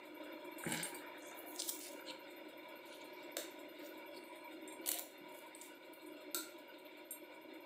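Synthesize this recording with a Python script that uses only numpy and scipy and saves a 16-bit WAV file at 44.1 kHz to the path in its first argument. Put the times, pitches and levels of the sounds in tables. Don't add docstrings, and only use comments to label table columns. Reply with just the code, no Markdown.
import sys
import numpy as np
from scipy import signal
from scipy.fft import rfft, irfft, next_fast_len
from scipy.io import wavfile

SR = 44100
rng = np.random.default_rng(int(sys.argv[2]) if len(sys.argv) > 2 else 0)


def pcm_store(signal):
    levels = np.round(np.clip(np.atleast_2d(signal), -1, 1) * 32767)
    wavfile.write(sys.argv[1], SR, levels.astype(np.int16).T)


N = 337497

# frequency_hz, t60_s
ROOM_T60 = [(150, 0.39), (600, 0.059), (1500, 0.47), (4000, 0.42), (9000, 0.31), (15000, 0.25)]
# pitch_hz, width_hz, density_db
HUM_MODES = [(187, 28, -30), (261, 19, -10.5), (310, 24.8, 2.5), (355.3, 37.7, 1.5), (537.6, 64, -6),
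             (597, 66, -3.5), (767, 93, -18), (961.7, 66.6, -4.5), (1256, 61, -19.5), (1458, 112, -13),
             (1674, 22, -15.5), (2170, 365, -15.5), (2302, 105, -9), (2728, 35, -12), (2829, 83, -15),
             (3380, 132, -18.5), (3632, 68, -15), (3970, 66, -28), (4187, 72, -17.5), (4880, 100, -28),
             (5193, 51, -26.5)]
# frequency_hz, density_db
AIR_SPECTRUM = [(20, -57), (60, -42), (120, -28.5), (250, -20), (450, -22.5), (1100, -47.5), (1900, -41),
                (3000, -41.5), (4500, -75), (6000, -50), (11000, -53.5), (15500, -51)]
# time_s, level_db
FAN_LEVEL = [(0.0, -55), (0.3, -54), (0.55, -53.5), (1.5, -54.5), (2.71, -55), (3.45, -54), (4.42, -55),
             (5.0, -56), (5.86, -57), (7.65, -57)]
# time_s, gain_db
DRONE_GAIN = [(0, 0), (3.5, -.5), (4.1, 2.5), (4.38, -4), (4.55, 3), (4.8, 6), (5.1, -2.5), (6.0, -0.5),
              (6.3, 4), (6.65, 0), (7.3, -1.5), (7.5, 5), (7.65, 1)]
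# offset_s, level_db, low_hz, high_hz
BEARING_SCUFFS = [(0.02, -59.5, 2000, 8500), (.051, -60, 6800, 11000), (0.037, -61.5, 3200, 3800),
                  (.135, -61, 8600, 14000)]
# pitch_hz, width_hz, gain_db
HOUSING_MODES = [(2500, 770, 9.5), (3860, 370, 14), (5300, 94, -15), (7540, 270, 4.5), (8780, 310, 1.5),
                 (9500, 400, -3), (11990, 217, 11.5), (13060, 700, 14), (15900, 2600, 5)]
# peak_s, level_db, swell_s, pitch_hz, width_octaves
HAND_RUBS = [(0.3, -70, 0.25, 1470, .6), (1.1, -65.5, 0.48, 1530, 0.64), (1.474, -64, 0.28, 606, 0.89),
             (2.093, -69, 0.18, 1476, .4), (2.928, -66.5, 0.13, 3180, 1.05),
             (3.234, -76.5, 0.24, 3100, 1.6), (3.856, -67, .08, 2800, 1.5), (4.947, -59.5, 0.12, 620, 0.59),
             (5.543, -74.5, 0.31, 3060, 1.24), (6.78, -74, 0.63, 3080, 0.98)]
# start_s, level_db
DESK_BLOWS = [(0.663, -32), (0.675, -37.5), (0.681, -47), (0.718, -45), (2.101, -58.5), (5.209, -56)]
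# pitch_hz, level_db, t60_s
DESK_MODES = [(177, -4.5, 0.14), (213, 2, 0.048), (298, -4.5, 0.088)]
# peak_s, level_db, length_s, pitch_hz, width_octaves
BRUSH_STROKES = [(0.663, -55, 0.1, 8460, 0.45), (0.756, -58, 0.056, 7700, 0.58),
                 (0.734, -57.5, 0.13, 13600, 0.46), (0.804, -53.5, 0.086, 3880, 0.75),
                 (0.88, -59, 0.094, 11700, 1.1), (1.271, -60, 0.094, 7700, 0.7),
                 (1.383, -55.5, 0.053, 13800, 0.69), (1.491, -53, 0.052, 14070, 0.79),
                 (1.729, -56, 0.39, 12360, 2.05), (1.846, -48, 0.077, 6100, 2.37),
                 (2.922, -67, 0.11, 7740, 1), (3.015, -63, 0.013, 6900, 0.23),
                 (3.855, -70, 0.078, 6530, 1.1), (3.868, -62, 0.075, 14100, .35),
                 (4.285, -73.5, 0.34, 8750, 0.31), (4.895, -51, 0.089, 3290, 0.9),
                 (4.965, -53, 0.074, 2810, 1.2), (4.908, -53, 0.078, 10400, 1.3),
                 (5.378, -63, 0.095, 11150, 1.33), (5.637, -62, 0.11, 8860, 1.8)]
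# release_s, level_db, drag_s, pitch_hz, width_octaves
BRUSH_FLICKS = [(0.722, -46, 0.014, 8800, 0.51), (1.604, -43.5, 0.016, 5650, 1.3),
                (1.693, -38, 0.012, 9130, 1.56), (1.694, -47.5, 0.011, 3650, 0.41),
                (2.104, -45.5, 0.028, 3480, 0.73), (2.105, -60, 0.038, 7700, 0.51),
                (4.179, -60, 0.034, 4600, 0.34)]
# start_s, level_db, low_hz, high_hz
FERRULE_GRAZES = [(.582, -39, 6900, 13700), (.943, -38, 4200, 15300), (6.059, -50, 7150, 12400)]
# pitch_hz, width_hz, gain_db
FERRULE_MODES = [(4600, 60, 3), (7120, 81, -3), (8200, 130, 3), (9530, 120, 0.5), (11440, 100, -1),
                 (12980, 120, 4), (13800, 80, -4), (15400, 150, 0)]
# start_s, level_db, favoured_hz, spread_octaves
JAR_CLINKS = [(0.8315, -38, 8500, 0.065), (0.853, -42, 8800, 0.095), (4.676, -49.5, 7700, 0.13),
              (4.723, -51.5, 7900, 0.12), (7.108, -43.5, 10600, 0.46), (7.14, -55, 10340, 0.21)]
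# pitch_hz, level_db, t60_s
JAR_MODES = [(6374, -19, 0.24), (7500, -4, 0.21), (8580, 1, 0.2), (8650, -5, 0.12), (8856, -11, 0.18),
             (9728, -3, 0.24), (11640, -9, 0.24), (12330, -6, 0.17), (12720, 1, 0.22)]
# frequency_hz, density_db
RUMBLE_SPECTRUM = [(20, -20), (45, -18), (66, -2), (90, -31), (120, -19), (165, -4), (260, -3), (500, 1),
                   (720, -4), (880, 6), (1150, -37), (2400, -20), (5000, -39), (15000, -45)]
# start_s, level_db, high_hz
FOOT_CATCHES = [(0.636, -36, 1720), (0.662, -35.5, 1990), (0.677, -38, 1980), (0.72, -37.5, 4560),
                (0.731, -44, 5000), (0.79, -43, 5000)]
# pitch_hz, width_hz, gain_db
SHOVED_POT_WALL = [(1564, 205, -1), (2260, 140, 2), (2950, 130, -1.5), (4030, 740, -8), (7570, 290, -8)]
FULL_POT_WALL = [(1670, 520, 0.5), (2880, 220, 0), (3600, 410, 2), (4330, 620, 1.5), (5100, 1200, -3),
                 (7470, 980, 3), (8270, 900, 2.5), (9880, 1500, -7), (12700, 820, -2.5), (14900, 1500, -9)]
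LIGHT_POT_WALL = [(1420, 100, 5.5), (2660, 160, 4), (3690, 250, 11), (4320, 690, 8.5), (6300, 730, 4.5),
                  (8000, 450, 14), (10600, 1200, 2), (12400, 1100, 6), (13900, 900, 9.5), (15000, 550, 3)]
# pitch_hz, level_db, t60_s
FULL_POT_BODY = [(535, -43.5, 0.043), (592, -27.5, 0.034)]
LIGHT_POT_BODY = [(354, -43, 0.11), (597, -44, 0.058), (1385, -48, 0.18), (1398, -53, 0.21),
                  (1450, -50.5, 0.29), (1550, -48, 0.11)]
# start_s, level_db
FULL_POT_CONTACTS = [(3.3672, -39.5), (3.3686, -30)]
LIGHT_POT_CONTACTS = [(6.3452, -27.5), (6.350, -34), (6.356, -50), (6.3595, -49), (6.364, -43)]
# start_s,
# level_db, pitch_hz, width_octaves, decay_s
LID_CLICKS = [(0.7749, -39.5, 3530, 2.8, 0.00062), (0.830, -36.5, 9650, 1.4, 0.0018),
              (1.561, -43, 7000, 1.1, 0.0015), (1.593, -37, 5530, 1.3, 0.00096),
              (1.598, -38, 5700, 1.5, 0.0019), (1.6014, -37, 5900, 1.4, 0.0005),
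              (1.6199, -33, 5550, 1.7, 0.00095), (1.6922, -28, 9600, 2.1, 0.0011),
              (4.8606, -35.5, 5750, 2.6, 0.0025), (4.870, -37, 10000, 1.1, 0.0009),
              (4.875, -33, 11000, 0.84, 0.00091), (4.878, -33, 9500, 1.5, 0.0017),
              (4.887, -32, 11500, 0.89, .0008), (4.8896, -25.5, 10700, 1.2, 0.00094),
              (4.8896, -40, 2880, 1.06, .0015), (4.8928, -33, 10600, 0.73, 0.00063),
              (4.9135, -41, 10500, 1.7, 0.0008), (4.9162, -24.5, 10500, 1.66, 0.0017),
              (4.9426, -35, 11000, 1, .0008), (4.987, -34, 11100, 1.9, 0.0012),
              (4.994, -33, 10800, 1.4, 0.00075), (5.549, -43.5, 8700, 0.34, 0.0022),
              (5.613, -41.5, 7800, 0.48, 0.0044), (5.618, -48, 7460, 2.3, 0.0029),
              (5.935, -49.5, 11800, 1, 0.006)]

CUTOFF_HZ = 15550
TIME_S = np.arange(N) / SR


def from_db(db):
    return 10 ** (np.asarray(db) / 20)


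def rms_one(x):
    return x / np.sqrt(np.mean(x ** 2) + 1e-30)


def with_energy(x, db):
    return from_db(db) * x * np.sqrt(SR / 1000 / np.sum(x ** 2))


def at_hz(points, hz):
    frequencies, values = np.transpose(points)
    return np.interp(np.log(np.maximum(hz, 1)), np.log(frequencies), values)


def add(track, start_s, sound):
    start = max(int(start_s * SR), 0)
    part = sound[:max(N - start, 0)]
    track[start:start + len(part)] += part


def band(x, low_hz, high_hz, order=4):
    high_hz = min(high_hz, .45 * SR)
    edges_hz = [min(low_hz, high_hz - 20), high_hz]
    return signal.sosfilt(signal.butter(order, edges_hz, "band", fs=SR, output="sos"), x + 1e-18)


def around(x, hz, octaves, order=6):
    return band(x, hz / 2 ** (octaves / 2), hz * 2 ** (octaves / 2), order)


def above(x, hz, order):
    return signal.sosfilt(signal.butter(order, hz, "high", fs=SR, output="sos"), x + 1e-18)


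def drift(rate_hz):
    step, settle = 40, 2000
    pole = np.exp(-2 * np.pi * rate_hz * step / SR)
    noise = rng.standard_normal(N // step + settle + 2)
    slow = signal.lfilter([1], [1, -2 * pole, pole * pole], noise)[settle:]
    return np.interp(np.arange(N) / step, np.arange(len(slow)), rms_one(slow))


def swell(t, rise_s, fall_s):
    return np.exp(-np.minimum((t / np.where(t < 0, rise_s, fall_s)) ** 2, 50))


def resonate(force, modes):
    out = 0
    for k, (hz, width_hz, db) in enumerate(modes):
        radius = np.exp(-np.pi * width_hz / SR)
        poles = [1, -2 * radius * np.cos(2 * np.pi * hz / SR), radius ** 2]
        gain = (-1) ** k * from_db(db) * (1 - radius ** 2) / 2
        out = out + gain * signal.lfilter([1, 0, -1], poles, force + 1e-18)
    return out


def ring(modes, rise_s):
    t = np.arange(SR // 2) / SR
    build = 1 - np.exp(-(t / rise_s) ** 2)
    return build * sum(from_db(db - 60 * t / t60) * np.sin(2 * np.pi * hz * t) for hz, db, t60 in modes)


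def fine_modes(low_hz, high_hz, t60_s, count):
    t = np.arange(4096) / SR
    pitches_hz = rng.uniform(low_hz, high_hz, (count, 1))
    return np.sin(2 * np.pi * pitches_hz * t).sum(axis=0) * from_db(-60 * t / t60_s)


def contact(decay_s, rise_s=0.00028):
    t = np.arange(4096) / SR
    return rng.standard_normal(len(t)) * np.exp(-t / decay_s) * (1 - np.exp(-t / rise_s))


def blow(decay_s):
    force = contact(decay_s)
    fade = np.exp(-np.arange(len(force)) / SR / (4 * decay_s))
    for _ in range(4):
        spectrum = rfft(force)
        force = irfft(spectrum / (np.abs(spectrum) + 1e-18)) * fade
    return force


def slips(per_s, grain_db, size):
    sizes = rng.standard_normal(size) * from_db(grain_db * np.minimum(rng.exponential(1, size), 3))
    return sizes * (rng.random(size) < per_s / SR)


def among_pots(x, longest_s=0.0039, echo_db=1.5):
    lags = (rng.uniform(.1, 1, 6) * longest_s * SR).astype(int)
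    treble = above(x, 4000, order=3)
    combed = x + from_db(echo_db) * sum(np.roll(treble, lag) for lag in lags)
    return np.std(x) * rms_one(combed)


def room(x, gap_s=0.00027, build_s=0.008, wide_above_hz=4700, width=.27):
    t = np.arange(int(SR * .7)) / SR
    build = 1 - np.exp(-np.maximum(t - gap_s, 0) / build_s)
    edges_hz = np.geomspace(60, 18000, 13)
    tails = np.zeros((2, len(t)))
    for low, high in zip(edges_hz, edges_hz[1:]):
        decay = from_db(-60 * t / at_hz(ROOM_T60, np.sqrt(low * high)))
        pair = band(rng.standard_normal((2, len(t))), low, high) * build * decay
        tails += pair * np.sqrt(2 * (high - low) / SR / np.sum(pair[0] ** 2))
    mid, side = signal.fftconvolve(x[None], tails, axes=1)[:, :N]
    return mid + width * above(side, wide_above_hz, order=12) * np.array([[1], [-1]])


def fan_hum(gain_db=1.5, drone_below_hz=450, waver_hz=9.3, drone_waver_db=1.5, ring_waver_db=2.7):
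    size = next_fast_len(N)
    hz = np.arange(size // 2 + 1) * SR / size
    powers = np.square([from_db(db) / (1 + 2 * ((hz - centre) / width) ** 2)
                        for centre, width, db in HUM_MODES])
    low = np.array(HUM_MODES)[:, 0] < drone_below_hz
    groups = [powers[low]] + [powers[~low][k::5] for k in range(5)]
    colours = [from_db(at_hz(AIR_SPECTRUM, hz))] + [np.sqrt(group.sum(axis=0)) for group in groups]
    air, drone, *rings = [irfft(rfft(rng.standard_normal(size)) * colour, size)[:N] for colour in colours]
    drone *= from_db(np.interp(TIME_S, *np.transpose(DRONE_GAIN)) + drone_waver_db * drift(waver_hz))
    hum = among_pots(air) + drone + sum(part * from_db(ring_waver_db * drift(waver_hz)) for part in rings)
    return from_db(np.interp(TIME_S, *np.transpose(FAN_LEVEL)) + gain_db) * rms_one(hum)


def fan_ticks(turn_s=0.18664, jitter_s=0.0079, uneven_db=1.0):
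    out = np.zeros(N)
    turns = np.arange(0, N / SR, turn_s)
    effort_db = np.interp(turns, *np.transpose(FAN_LEVEL))
    effort_db -= effort_db.mean()
    for offset_s, db, low_hz, high_hz in BEARING_SCUFFS:
        scuffs = [signal.fftconvolve(contact(decay_s=0.019, rise_s=0.0071),
                                     fine_modes(low_hz, high_hz, t60_s=0.027, count=18)) for _ in turns]
        scuffs = resonate(np.array(scuffs), HOUSING_MODES)
        scatter = rng.standard_normal((len(turns), 2))
        for start_s, scuff, extra_db, (late, strong) in zip(turns, scuffs, effort_db, scatter):
            tick = with_energy(scuff, db + extra_db + uneven_db * strong)
            add(out, start_s + offset_s + jitter_s * late, tick)
    return among_pots(out)


def hand_rubs(flicker_db=3.5, flicker_hz=24):
    out = np.zeros(N)
    friction = slips(per_s=7000, grain_db=3.0, size=N)
    for peak_s, db, swell_s, hz, octaves in HAND_RUBS:
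        near = np.abs(TIME_S - peak_s) < 1
        speed = swell(TIME_S[near] - peak_s, swell_s, swell_s)
        out[near] += from_db(db) * speed * rms_one(around(friction[near], hz, octaves))
    return out * from_db(flicker_db * drift(flicker_hz))


def desk_thuds():
    out = np.zeros(N)
    for start_s, db in DESK_BLOWS:
        add(out, start_s, from_db(db) * ring(DESK_MODES, rise_s=0.0022))
    return band(out, 140, 900, order=2)


def bristles(hz, octaves, rise_s, fall_s, ring_share=.6):
    friction = around(slips(per_s=2200, grain_db=6.0, size=SR), hz, octaves, order=4)
    edge_ratio = 2 ** (octaves / 2)
    modes = fine_modes(hz / edge_ratio, min(hz * edge_ratio, CUTOFF_HZ), t60_s=0.06, count=20)
    ringing = rms_one(signal.fftconvolve(friction, modes)[:SR])
    scratch = np.sqrt(1 - ring_share) * rms_one(among_pots(friction)) + np.sqrt(ring_share) * ringing
    return rms_one(scratch) * swell(np.arange(SR) / SR - .5, rise_s, fall_s)


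def brush(rise_share=0.51, release_s=0.0072, flicker_db=2.5, flicker_hz=110):
    strokes, flicks = np.zeros((2, N))
    for peak_s, db, length_s, hz, octaves in BRUSH_STROKES:
        stroke = bristles(hz, octaves, rise_share * length_s, (1 - rise_share) * length_s)
        add(strokes, peak_s - .5, from_db(db) * stroke)
    for peak_s, db, drag_s, hz, octaves in BRUSH_FLICKS:
        add(flicks, peak_s - .5, from_db(db) * bristles(hz, octaves, drag_s, release_s))
    return flicks + strokes * from_db(flicker_db * drift(flicker_hz))


def ferrule_grazes():
    out = np.zeros(N)
    for start_s, db, low_hz, high_hz in FERRULE_GRAZES:
        metal = resonate(contact(decay_s=0.034), FERRULE_MODES)
        add(out, start_s, with_energy(band(metal, low_hz, high_hz, order=2), db))
    return out


def jar_clinks(hand_damping=1.24, scratch_db=-15.0):
    out = np.zeros(N)
    for start_s, db, favoured_hz, spread in JAR_CLINKS:
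        modes = []
        for hz, mode_db, t60_s in JAR_MODES:
            loss_db = 10 * np.log10(1 + (np.log2(hz / favoured_hz) / spread) ** 2)
            modes.append((hz, mode_db - loss_db, t60_s / hand_damping))
        scratch = around(contact(decay_s=.004), favoured_hz, octaves=0.7)
        add(out, start_s, from_db(db) * ring(modes, rise_s=0.00055))
        add(out, start_s, with_energy(scratch, db + scratch_db))
    return out


def pot_shove(push_s=0.632, fastest_s=0.712, scrape_db=-46,
              rumble_db=-45, rumble_rise_s=0.035, rumble_t60_s=0.91):
    friction = slips(per_s=3500, grain_db=3.0, size=N)
    speed = swell(TIME_S - fastest_s, rise_s=0.034, fall_s=0.15)
    scrape = from_db(scrape_db) * speed * rms_one(resonate(friction, SHOVED_POT_WALL))
    for start_s, db, high_hz in FOOT_CATCHES:
        catch = resonate(contact(decay_s=.0035), SHOVED_POT_WALL)
        add(scrape, start_s, with_energy(band(catch, 320, high_hz), db))
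    size = next_fast_len(N)
    desk_response = from_db(at_hz(RUMBLE_SPECTRUM, np.arange(size // 2 + 1) * SR / size))
    rumble = irfft(rfft(friction, size) * desk_response, size)[:N]
    age_s = np.maximum(TIME_S - push_s, 0)
    envelope = from_db(rumble_db - 60 * age_s / rumble_t60_s) * (1 - np.exp(-age_s / rumble_rise_s))
    return scrape + envelope * rms_one(rumble)


def lid_clicks(rise_s=.0001, body_db=-13.5, knock_db=-20, knock_hz=676, body_hz=2960, body_top_hz=4600):
    out = np.zeros(N)
    for start_s, db, hz, octaves, decay_s in LID_CLICKS:
        snap = around(contact(decay_s, rise_s), hz, octaves)
        body = band(contact(decay_s, rise_s), body_hz, body_top_hz, order=3)
        knock = band(contact(decay_s, rise_s), knock_hz, body_hz, order=2)
        click = with_energy(snap, db) + with_energy(body, db + body_db) + with_energy(knock, db + knock_db)
        add(out, start_s, click)
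    return out


def pot_set_down(contacts, wall_modes, body_modes, contact_s):
    out = np.zeros(N)
    add(out, contacts[0][0], ring(body_modes, rise_s=0.0029))
    for start_s, db in contacts:
        add(out, start_s, with_energy(resonate(blow(contact_s), wall_modes), db))
    return above(out, 280, order=4)


def scene():
    pots = pot_set_down(FULL_POT_CONTACTS, FULL_POT_WALL, FULL_POT_BODY, contact_s=0.0013)
    pots += pot_set_down(LIGHT_POT_CONTACTS, LIGHT_POT_WALL, LIGHT_POT_BODY, contact_s=0.0031)
    clicks = lid_clicks()
    clinks = jar_clinks() + ferrule_grazes()
    friction = brush() + hand_rubs() + pot_shove()
    thuds = desk_thuds()
    ticks = fan_ticks()
    direct = pots + thuds + clicks + clinks + friction + from_db(6) * ticks
    into_room = pots + thuds + from_db(-5) * clicks + from_db(-20.5) * clinks + from_db(-8) * friction
    reverberation = room(into_room) + from_db(-4) * room(ticks).mean(axis=0)
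    return direct + reverberation + fan_hum()


def record(dry):
    return signal.sosfilt(signal.ellip(12, .1, 80, CUTOFF_HZ, fs=SR, output="sos"), dry)


dry = scene()
out = record(dry)
pcm_store(out)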